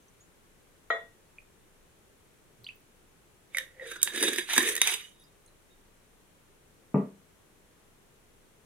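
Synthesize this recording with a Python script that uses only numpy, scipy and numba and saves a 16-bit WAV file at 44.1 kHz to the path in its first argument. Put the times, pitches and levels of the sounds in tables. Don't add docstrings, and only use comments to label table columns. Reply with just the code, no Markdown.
import sys
import numpy as np
from scipy import signal
from scipy.fft import rfft, irfft, next_fast_len
from scipy.io import wavfile
from scipy.ndimage import uniform_filter1d
from numba import njit

SR = 44100
rng = np.random.default_rng(int(sys.argv[2]) if len(sys.argv) > 2 else 0)


def volts(x):
    e = np.asarray(x, float) / 20
    return 10 ** e


def unload_wav(signal):
    wavfile.write(
        sys.argv[1],
        SR,
        np.round(np.clip(np.atleast_2d(signal).T, -1, 1) * 32767).astype(np.int16),
    )


N = 381685


def on_bins(points, size):
    hz, value = np.transpose(points)
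    bins_hz = np.arange(size // 2 + 1) * SR / size
    return np.interp(np.log(bins_hz + 1), np.log(hz), value)


def colour(x, points, share=1):
    size = next_fast_len(N)
    gain = volts(share * on_bins(points, size))
    gain = gain / np.sqrt(np.mean(gain ** 2))
    return irfft(rfft(x, size) * gain, size)[..., :N]


@njit
def svf(x, hz, width):
    y, band, low = np.empty(len(x)), 0., 0.
    for i in range(len(x)):
        g, k = np.tan(np.pi * hz[i] / SR), width / hz[i]
        v = (band + g * (x[i] - low)) / (1 + g * (g + k))
        band = 2 * v - band
        low += 2 * g * v
        y[i] = k * v
    return y * np.sqrt(SR / (np.pi * width))


# freq_hz, density_db_per_hz
HISS_SPECTRUM = [(12, -28.5), (24, 9.5), (30, -4.5), (159, -3.5), (272, -7.5), (414, -4.5), (532, -9),
                 (595, -9.5), (666, -12.5), (1590, -15), (3300, -19.5), (5020, -24.5), (6280, -24),
                 (9840, -23), (15000, -30), (16300, -37)]
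# freq_hz, likeness_0_to_1
HISS_LIKENESS = [(25, 1), (60, 0.7), (130, 0.3), (290, 0.53), (640, 0.2), (1410, 0.08), (3100, 0),
                 (6820, 0), (15000, 0.02)]


def hiss():
    level_db = -64 + 2.0
    size = next_fast_len(N)
    alike = np.clip(on_bins(HISS_LIKENESS, size), 0, 1)
    noise = rfft(rng.standard_normal((2, size)))
    mid, side = noise * np.sqrt([(1 + alike) / 2, (1 - alike) / 2])
    stereo = irfft(np.array([mid + side, mid - side]), size)[:, :N]
    return colour(stereo, HISS_SPECTRUM) * volts(level_db + np.array([[.6], [-.6]]))


def room(x, wet_db, early_db):
    late_t60_s, early_t60_s, build_s = 0.23, 0.054, 0.0054
    t = np.arange(int(.5 * SR)) / SR
    noise = rng.standard_normal((2, len(t)))
    bass = uniform_filter1d(noise, size=60, axis=1)
    middle = uniform_filter1d(noise, size=9, axis=1) - bass
    treble = noise - middle - bass
    late = (middle + 1.5 * bass.mean(0) + .5 * treble) * 1000 ** (-t / late_t60_s)
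    late = late * np.clip(t / build_s, 0, 1)
    early = np.diff(rng.standard_normal((2, len(t) + 1))) * 1000 ** (-t / early_t60_s)
    response = volts(wet_db) * late / np.sqrt(np.sum(late ** 2) / 2)
    response = response + volts(early_db) * early / np.sqrt(np.sum(early ** 2) / 2)
    return x + signal.fftconvolve(x, response, axes=1)[:, :N]


# start_s, peak_db, pitch_hz, t60_s, pitch_rise_share
DROP_EVENTS = [
    (1.384, -38, 2440, 0.035, 0.033),
    (2.644, -36, 4200, 0.0099, .05),
    (2.666, -32, 2790, 0.032, 0.5),
    (2.689, -31.5, 2500, 0.039, 0.19),
]
# start_s, peak_db, pitch_hz, t60_s
TICK_EVENTS = [(0.024, -65, 6260, 0.037), (.083, -60.5, 6200, .03), (.205, -58, 6770, 0.16),
               (.322, -57, 4000, .006), (2.583, -49, 116.6, 0.26), (2.637, -55, 13800, .012),
               (2.645, -47, 8850, 0.0022), (2.646, -56, 4650, 0.25), (2.646, -50, 4200, .05),
               (2.757, -56, 15400, .02), (2.806, -56, 15000, 0.0042), (3.551, -49.5, 533.3, 0.37),
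               (4.49, -36, 960, 0.023), (4.579, -23, 248, 0.037), (4.582, -33, 1110, 0.016),
               (4.817, -23, 1080, 0.01), (5.031, -47.5, 2940, 0.17), (5.195, -63, 10220, 0.17),
               (5.201, -64, 5890, 0.1), (5.235, -59, 4930, 0.12), (5.235, -63, 14120, .05),
               (5.461, -55, 9630, 0.024), (5.462, -58, 6500, 0.02), (5.477, -59, 9500, .03),
               (5.477, -59.5, 4060, 0.06), (5.7, -66, 3730, 0.36), (2.757, -58, 13000, .004),
               (2.688, -53, 6200, .006), (5.05, -64, 6150, .15), (5.462, -60, 8300, 0.0066)]


def drops():
    out, t = np.zeros(N), np.arange(SR // 4) / SR
    flutter = rng.standard_normal((len(TICK_EVENTS), len(t)))
    flutter = uniform_filter1d(flutter, size=300, axis=1) * 17
    rows = [(*row, 0) for row in DROP_EVENTS]
    rows += [(*row, 0, shake) for row, shake in zip(TICK_EVENTS, flutter)]
    for start_s, peak_db, hz, t60_s, rise, shake in rows:
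        phase = 2 * np.pi * hz * (t + rise * t ** 2 / t60_s) + 0.83 * min(hz / 3000, 1) * shake
        fade = 1000 ** (-t / t60_s) * np.minimum(40 * t / t60_s, 1)
        start = int(start_s * SR)
        out[start:start + len(t)] += volts(peak_db + 2.3 * shake) * fade * np.sin(phase)
    return out * volts([[-1.5], [1.5]])


def blow(event, modes, rattle, gain_db, rattle_db, rattle_t60_s, push_ms, spread):
    start_s, peak_db, pan_db = event
    t = np.arange(SR // 2) / SR
    hz, mode_db, t60_s = np.transpose(modes)[:, :, None]
    chance = rng.standard_normal((2, 2, len(modes), 1)) * spread * np.minimum(hz / 1500, 1)
    beat = 1 + 0.16 * np.cos(2 * np.pi * t * 25 * rng.uniform(0.36, 1.3, (len(modes), 1)))
    fade = 1000 ** (-t / np.clip(t60_s, .02, .6))
    ring = volts(mode_db + 2.9 * chance[0]) * beat * fade * np.sin(2 * np.pi * hz * t + chance[1])
    mid, side = rng.standard_normal((2, N))
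    side = np.diff(colour(side, rattle), prepend=0) * np.array([[3.], [-3.]])
    dense = colour(mid, rattle) + spread * side
    hit = ring.sum(1) + volts(rattle_db) * dense[:, :len(t)] * 1000 ** (-t / rattle_t60_s)
    out, start = np.zeros((2, N)), int((start_s + 0.00058) * SR)
    out[:, start:start + len(t)] = hit * (1 - np.exp(-t * 1000 / push_ms))
    return out * volts(peak_db + gain_db + np.array([[pan_db], [-pan_db]]) / 2)


# start_s, peak_db, left_minus_right_db
KNOCK_EVENT = [
    (0.902, -15, 0),
]
# freq_hz, level_db, t60_s
SAUCEPAN_MODES = [(453, -15.5, 0.34), (486, -10, 0.31), (560, -25, 0.54), (673, -2.5, 0.25),
                  (970, -27, 0.17), (1163, -26, 0.39), (1264, -13.5, 0.22), (1330, 11, 0.017),
                  (1430, -11, 0.25), (1450, -20, 0.15), (1740, -18, 0.21), (1904, 4.5, 0.22),
                  (1880, -9, 0.18), (2140, -3.5, 0.12), (2300, -31, 0.29), (2358, -17, 0.19),
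                  (2770, -32, 0.45), (3128, -16.5, 0.16), (3460, -13.5, 0.27), (3520, -21, 0.2),
                  (3630, -22, 0.35), (3714, -25, 0.25), (3919, -14.5, 0.11), (3990, -13, 0.14),
                  (3970, -25, 0.18), (4900, -37, 0.2), (6930, -29, 0.19), (6961, -44, 0.42)]
# freq_hz, density_db_per_hz
SAUCEPAN_RATTLE = [(300, -45), (430, -14), (596, -4.5), (664, -5.5), (856, -16), (1260, -14.5), (1660, -21),
                   (1940, 0), (2470, -59), (3550, -23), (4310, -53), (7150, -45), (7500, -56), (9750, -84),
                   (16500, -120)]


def knock():
    return blow(KNOCK_EVENT[0], SAUCEPAN_MODES, SAUCEPAN_RATTLE, gain_db=-14.0, rattle_db=-3.5,
                rattle_t60_s=0.25, push_ms=1.0, spread=0.79)


# start_s, peak_db, left_minus_right_db
THUD_EVENT = [
    (6.9425, -9.5, 1.4),
]
# freq_hz, level_db, t60_s
WOOD_MODES = [(155.6, -0.5, 0.15), (199.5, -2.5, 0.3), (238.3, -10, 0.28), (270, -15.5, 0.23),
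              (380, -15, 0.38), (451, -17, 0.34), (480, -26.5, 0.44), (599, -20.5, 0.25),
              (659, -20.5, 0.26), (332, -13, 0.18), (853, -19.5, 0.19), (905, -18, 0.19), (1118, -26, 0.21),
              (1190, -20.5, 0.22)]
# freq_hz, density_db_per_hz
WOOD_RATTLE = [(65, -62.5), (110, -40.5), (141, -5.5), (205, 1), (258, -6.5), (581, -15.5), (692, -24.5),
               (1150, -23.5), (1600, -41.5), (1930, -34.5), (2200, -42), (2470, -40), (3500, -64),
               (4550, -94), (7700, -120)]


def thud():
    return blow(THUD_EVENT[0], WOOD_MODES, WOOD_RATTLE, gain_db=-8.0, rattle_db=-5.5,
                rattle_t60_s=0.3, push_ms=1.0, spread=0.63)


def bump():
    bounce_hz, level_db, t60_s, rise_s = 55, -48.5, .3, 0.013
    t = np.maximum(np.arange(N) / SR - THUD_EVENT[0][0], 0)
    fade = 1000 ** (-t / t60_s) * np.minimum(t / rise_s, 1)
    return volts(level_db) * np.sin(2 * np.pi * bounce_hz * t) * fade


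def strokes(rows, rise_db_s, fall_db_s):
    start_s, length_s, level_db, swell_db = np.transpose(rows)[:4, :, None]
    since = np.arange(N) / SR - start_s
    hold = level_db + swell_db * np.clip(since / length_s, 0, 1)
    rise = rise_db_s * np.minimum(since, 0)
    fall = fall_db_s * np.maximum(since - length_s, 0)
    return np.maximum(hold + rise - fall, -150)


# start_s, length_s, level_db, swell_db
SING_STROKES = [(3.59, .025, -50, -4), (3.63, .06, -65, -6), (3.82, .03, -61, 6), (3.865, 0.18, -51.5, 1),
                (4.03, 0.081, -48, 2.5), (4.165, 0.028, -39, 8), (4.227, 0.056, -34, 6),
                (4.3, .02, -37.5, -3.5), (4.335, 0.04, -35.5, -2), (4.38, .04, -39.5, -2.5),
                (4.49, 0.065, -49.5, 2), (4.58, .01, -34, -5), (4.6, .1, -47, -1.5), (4.72, 0.062, -51, 7),
                (4.817, .025, -36, -5), (4.85, 0.091, -35.5, 0), (4.97, 0.085, -54, -7),
                (5.12, 0.069, -68, -1), (5.195, 0.041, -61, -2), (5.25, 0.065, -70, -2)]
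# freq_hz, level_db
WALL_MODES = [(3756, -2), (3738, -5), (3428, -10), (3463, -14), (4855, -14)]


def singing():
    now, out, lag_s = np.arange(N) / SR, 0, np.array([[5e-5], [0]])
    for hz, db in WALL_MODES:
        waver = uniform_filter1d(rng.standard_normal((2, N)), size=1800, axis=1) * 42
        phase = 2 * np.pi * hz * (now - lag_s) + 0.5 * waver[1]
        out = out + volts(db + 1.5 * waver[0]) * np.sin(phase)
    level_db = strokes(SING_STROKES, rise_db_s=699.5, fall_db_s=418).max(0)
    return out * volts(level_db + np.array([[-2.], [1.5]]))


def contact(rough_db, catches_hz, patchy_db):
    grains = rng.standard_normal(N) * volts(rough_db * np.minimum(rng.exponential(size=N), 5))
    hold = int(SR / catches_hz)
    catches = np.repeat(rng.standard_normal(N // hold + 1), hold)
    catches = uniform_filter1d(catches, hold // 2)[:N]
    force = grains * volts(patchy_db * catches)
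    return force / np.sqrt(np.mean(force ** 2))


def grit(low_hz, count, alike, patchy_db):
    out = 0
    for hz in low_hz * 1.25 ** np.arange(count):
        spots = []
        for _ in range(3):
            force = contact(rough_db=1.0, catches_hz=59.75, patchy_db=patchy_db)
            spots.append(svf(force, np.full(N, hz), hz / 4))
        both = alike * spots[0] + np.sqrt(1 - min(alike, 1) ** 2) * np.array(spots[1:])
        out = out + np.sqrt(hz / 65000) * both
    return out


# start_s, length_s, rubbing_db, swell_db, pocket_seal_db
CAP_STROKES = [(3.526, .02, -68.5, 14, -11), (3.598, 0.0085, -51, -6, 3.5), (3.67, 0.095, -76.5, -5, 16),
               (3.807, 0.067, -66.5, 7, 25.5), (3.872, 0.048, -49, -1.5, 4), (4.015, 0.013, -55, -10, 0),
               (4.086, 0.0078, -41, -14.5, 0.5), (4.142, 0.12, -41, 4, 4), (4.286, 0.079, -41.5, -4, 5.5),
               (4.36, 0.027, -45.5, 2, -5), (4.506, 0.063, -32.5, -6, -20), (4.579, 0.13, -32.5, -5, 3),
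               (4.827, 0.028, -39.5, 4, -20), (4.854, 0.056, -36, 0, -9.5), (4.993, 0.12, -50, -20.5, -16)]
# start_s, rubbing_swell_db, extra_neck_swell_db
THREAD_JUDDERS = [(3.916, 8.5, 0), (3.962, 10.5, 5.5), (4.182, 2, 0), (4.21, 1, 4), (4.231, 6, 5),
                  (4.25, 1.5, -2), (4.283, 8.5, -3.5), (4.334, 6, 0), (4.381, 5.5, 4.5), (4.387, 8.5, 0),
                  (4.498, 2, 0), (4.539, 9, -1), (4.57, 3.5, 5.5), (4.583, 5, -1.5), (4.608, -1, 11),
                  (4.678, 1.5, -2), (4.693, 6, -1), (4.718, 2, -1), (4.745, -4.5, 11), (4.779, 10.5, 2),
                  (4.875, 6.5, 11), (4.892, 1.5, 12), (4.923, 3, 3), (4.94, 9, 7)]


def hand():
    dull_db, bright_db, brighten_s = -6, 4, 0.029
    judder_ms, let_go_ms = 5.8, 7.6
    now = np.arange(N) / SR
    power = volts(2 * strokes(CAP_STROKES, rise_db_s=494, fall_db_s=213))
    share = power / power.sum(0)
    table = np.array(CAP_STROKES)
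    since = np.maximum(now - table[:, :1], 0)
    brightness_db = bright_db + (dull_db - bright_db) * np.exp(-since / brighten_s)
    top_db = np.sum(share * brightness_db, axis=0)
    rub_db = 10 * np.log10(power.sum(0))
    seal_db = table[:, 4] @ share
    neck_db = 2 - 0.37 * (np.maximum(rub_db, -70) + 40.5) + 0.47 * seal_db
    for start_s, swell_db, ring_db in THREAD_JUDDERS:
        width_ms = np.where(now < start_s, judder_ms, let_go_ms)
        bind = np.exp(-((now - start_s) * 1000 / width_ms) ** 2)
        rub_db = rub_db + swell_db * bind
        neck_db = neck_db + ring_db * bind
    return rub_db, top_db, seal_db, neck_db


def air_pocket(force, pocket_hz):
    blur_db = 0.065 * (481 - pocket_hz)
    driven = svf(force, pocket_hz, 256.0)
    clear = svf(driven * volts(-2.2 * np.maximum(blur_db, 0)), pocket_hz, 89.96)
    clear = svf(clear, pocket_hz, 29.4)
    blurred = svf(driven * volts(blur_db), 0.94 * pocket_hz, 150.)
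    return volts(-39.0) * clear + volts(-23) * blurred


# start_s, peak_db, brightness_db, tap_db, pocket_db
THREAD_CLICKS = [(3.5472, -30.5, -13, 11, -23), (3.5704, -25, -0.5, 6, -37.5), (3.5837, -21, -2, 1, -31),
                 (3.6369, -52, -10, 11, -16), (3.7967, -54.5, -22, 19.5, -7),
                 (4.017, -33.5, 2.5, -19.5, -33), (4.0299, -20, 14, -12.5, -36),
                 (4.0745, -20, -23, -6.5, -25.5), (4.106, -40, -9, 0.5, -16), (4.135, -38.5, -5, 0, -16),
                 (4.1482, -34.5, -6, 4, -15), (4.1606, -26, -1.5, -3, -11.5), (4.1764, -27, -3, -1, -17),
                 (4.2086, -27, 0, 0, -14), (4.227, -20, 6.5, -3, -19), (4.236, -23, 3.5, 1, -20),
                 (4.2801, -24.5, -4.5, -4, -19.5), (4.285, -23.5, -2.5, -3, -20),
                 (4.3328, -26.5, -2.5, 0.5, -6), (4.3603, -29.5, 6, -4, -14.5),
                 (4.3848, -23, -1.5, -5, -30), (4.394, -22.5, -4.5, -8.5, -19),
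                 (4.4893, -33.5, -10, 0.5, -25), (4.4979, -30, -1, 3, -21.5), (4.5342, -24, 5.5, -5, -29),
                 (4.5637, -22, -2, 3, -3.5), (4.5794, -10, 3.5, -0.5, -8.5), (4.607, -32, -11, 10, -26),
                 (4.628, -29.5, 6.5, -14, -12), (4.6554, -29, -2, 1, -20), (4.6759, -27.5, -2, 5, -20),
                 (4.688, -25.5, 6, 0, -23), (4.753, -30, 9.5, -2, -24), (4.7645, -23, 3.5, -12, -29),
                 (4.779, -27.5, 0, -11, -25), (4.816, -7.5, -2, -37, -22), (4.8734, -19, 3.5, 1.5, -26),
                 (4.922, -29.5, 1, 0, -25), (4.941, -28, -2, -5, -25)]
# time_s, pocket_hz, neck_hz
CAP_HEIGHT = [(3.551, 530, 2170), (3.587, 528, 1810), (3.8, 508, 1960), (3.85, 505, 1860), (3.9, 447, 1590),
              (3.98, 390, 1410), (4.09, 360, 1740), (4.58, 363, 1740), (4.65, 421, 1834), (4.8, 424, 1870),
              (4.83, 430, 2480), (4.9, 435, 2450), (4.94, 434, 3010)]
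# freq_hz, width_hz, level_db
GLASS_MODES = [(2372, 40, -16.5), (3420, 20, -17), (3743, 20, -9), (4845, 30, -15), (6014, 81, -12)]
# freq_hz, density_db_per_hz
COARSE_SPECTRUM = [(680, -51), (1150, -14.5), (1520, -7.5), (1750, -7.5), (2120, -2.5), (2870, -4.5),
                   (3690, -3), (4050, -10), (4500, -19.5), (5600, -22), (7280, -49.5), (12300, -120)]
# freq_hz, density_db_per_hz
FINE_SPECTRUM = [(2650, -46.5), (4550, -21.5), (4860, -13), (5150, -20), (6100, -8), (7540, -10.5),
                 (9480, -3.5), (12600, -16.5), (15100, -18), (16200, -40), (16500, -40.5)]
# freq_hz, left_minus_right_db
SIDE_BALANCE = [(60, -2), (110, -3), (200, 1.5), (380, -1.5), (700, 2), (1290, -3), (2380, -6),
                (4400, -1.5), (8120, -6), (15000, -5.5)]


def cap():
    now = np.arange(N) / SR
    rub_db, top_db, seal_db, neck_db = hand()
    time_s, *pitches = np.transpose(CAP_HEIGHT)
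    pocket_hz, neck_hz = (np.interp(now, time_s, hz) for hz in pitches)
    rub = contact(rough_db=1.9, catches_hz=89.26, patchy_db=4.0)
    coarse = grit(1148.0, count=7, alike=0.76, patchy_db=4.5) * volts(rub_db - 1.5)
    fine = grit(5100.0, count=6, alike=0.53, patchy_db=5.5) * volts(rub_db + top_db + np.array([[-3.], [-4.]]))
    neck_force = rub * volts(rub_db + neck_db - 5)
    pocket_force = rub * volts(rub_db + seal_db - 7.0)
    body_force = rub * volts(rub_db - 4)

    t, taps = np.arange(1500) / SR, np.zeros(N)
    for start_s, peak_db, bright_db, tap_db, pocket_db in THREAD_CLICKS:
        start = int(start_s * SR)
        part = slice(start, start + len(t))
        crack = rng.standard_normal(len(t)) * np.exp(-t / 0.002) * volts(peak_db)
        tap_shape = np.exp(-t / 0.0012) * (1 - np.exp(-t / 0.00047))
        tap = volts(peak_db + tap_db) * np.sin(2 * np.pi * neck_hz[start] * t) * tap_shape
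        coarse[:, part] += crack * volts(-5)
        fine[:, part] += crack * volts(bright_db - 3)
        pocket_force[part] += crack * volts(pocket_db - 4)
        body_force[part] += crack * volts(-6)
        neck_force[part] += volts(-9.5) * tap
        taps[part] += tap

    glass = 0
    for hz, width_hz, db in GLASS_MODES:
        centre_hz = np.full(N, 1. * hz)
        glass = glass + volts(db) * svf(svf(body_force, centre_hz, 1. * width_hz), centre_hz, 410.0)
    neck = svf(svf(neck_force, neck_hz, 230.0), neck_hz, 450.0) * volts(-15.0)
    shell_hz = np.full(N, 900.)
    shell = svf(body_force * volts(0.75 * (rub_db + 29.5)), shell_hz, 1200.0)
    shell = svf(shell, shell_hz, 820.0) * volts(-17.0)
    surface = colour(coarse, COARSE_SPECTRUM) + colour(fine, FINE_SPECTRUM)
    left, right = surface + shell + volts(-12.5) * glass + neck + air_pocket(pocket_force, pocket_hz) + taps
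    left = colour(np.roll(left, shift=3), SIDE_BALANCE, 1.0)
    right = colour(right, SIDE_BALANCE, -0.064)
    return np.array([left, right]) * volts([[-2.], [2.]])


def scene():
    near = room(drops(), wet_db=-10.5, early_db=-3.5)
    near = near + room(knock(), wet_db=-7, early_db=-16)
    near = near + room(thud(), wet_db=-10.5, early_db=-14)
    near = near + room(singing(), wet_db=-13, early_db=-18)
    near = near + room(cap(), wet_db=-9.5, early_db=-13.5)
    low_cut = signal.butter(5, 125, "high", fs=SR, output="sos")
    return hiss() + bump() + signal.sosfilt(low_cut, near)


def band_limit(x):
    return signal.sosfilt(signal.butter(12, 16830, fs=SR, output="sos"), x)


# freq_hz, gain_db
MIC_RESPONSE = [(4200, -1), (4900, -2), (5700, 1), (16000, 0.5)]
# freq_hz, gain_db
TOP_LIMIT = [(16050, 0), (16130, -30), (16750, -30), (16950, -70)]


def record(dry):
    rounded = 1.05 * np.tanh(dry / 1.05)
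    return band_limit(colour(rounded, MIC_RESPONSE + TOP_LIMIT))


dry = scene()
out = record(dry)
unload_wav(out)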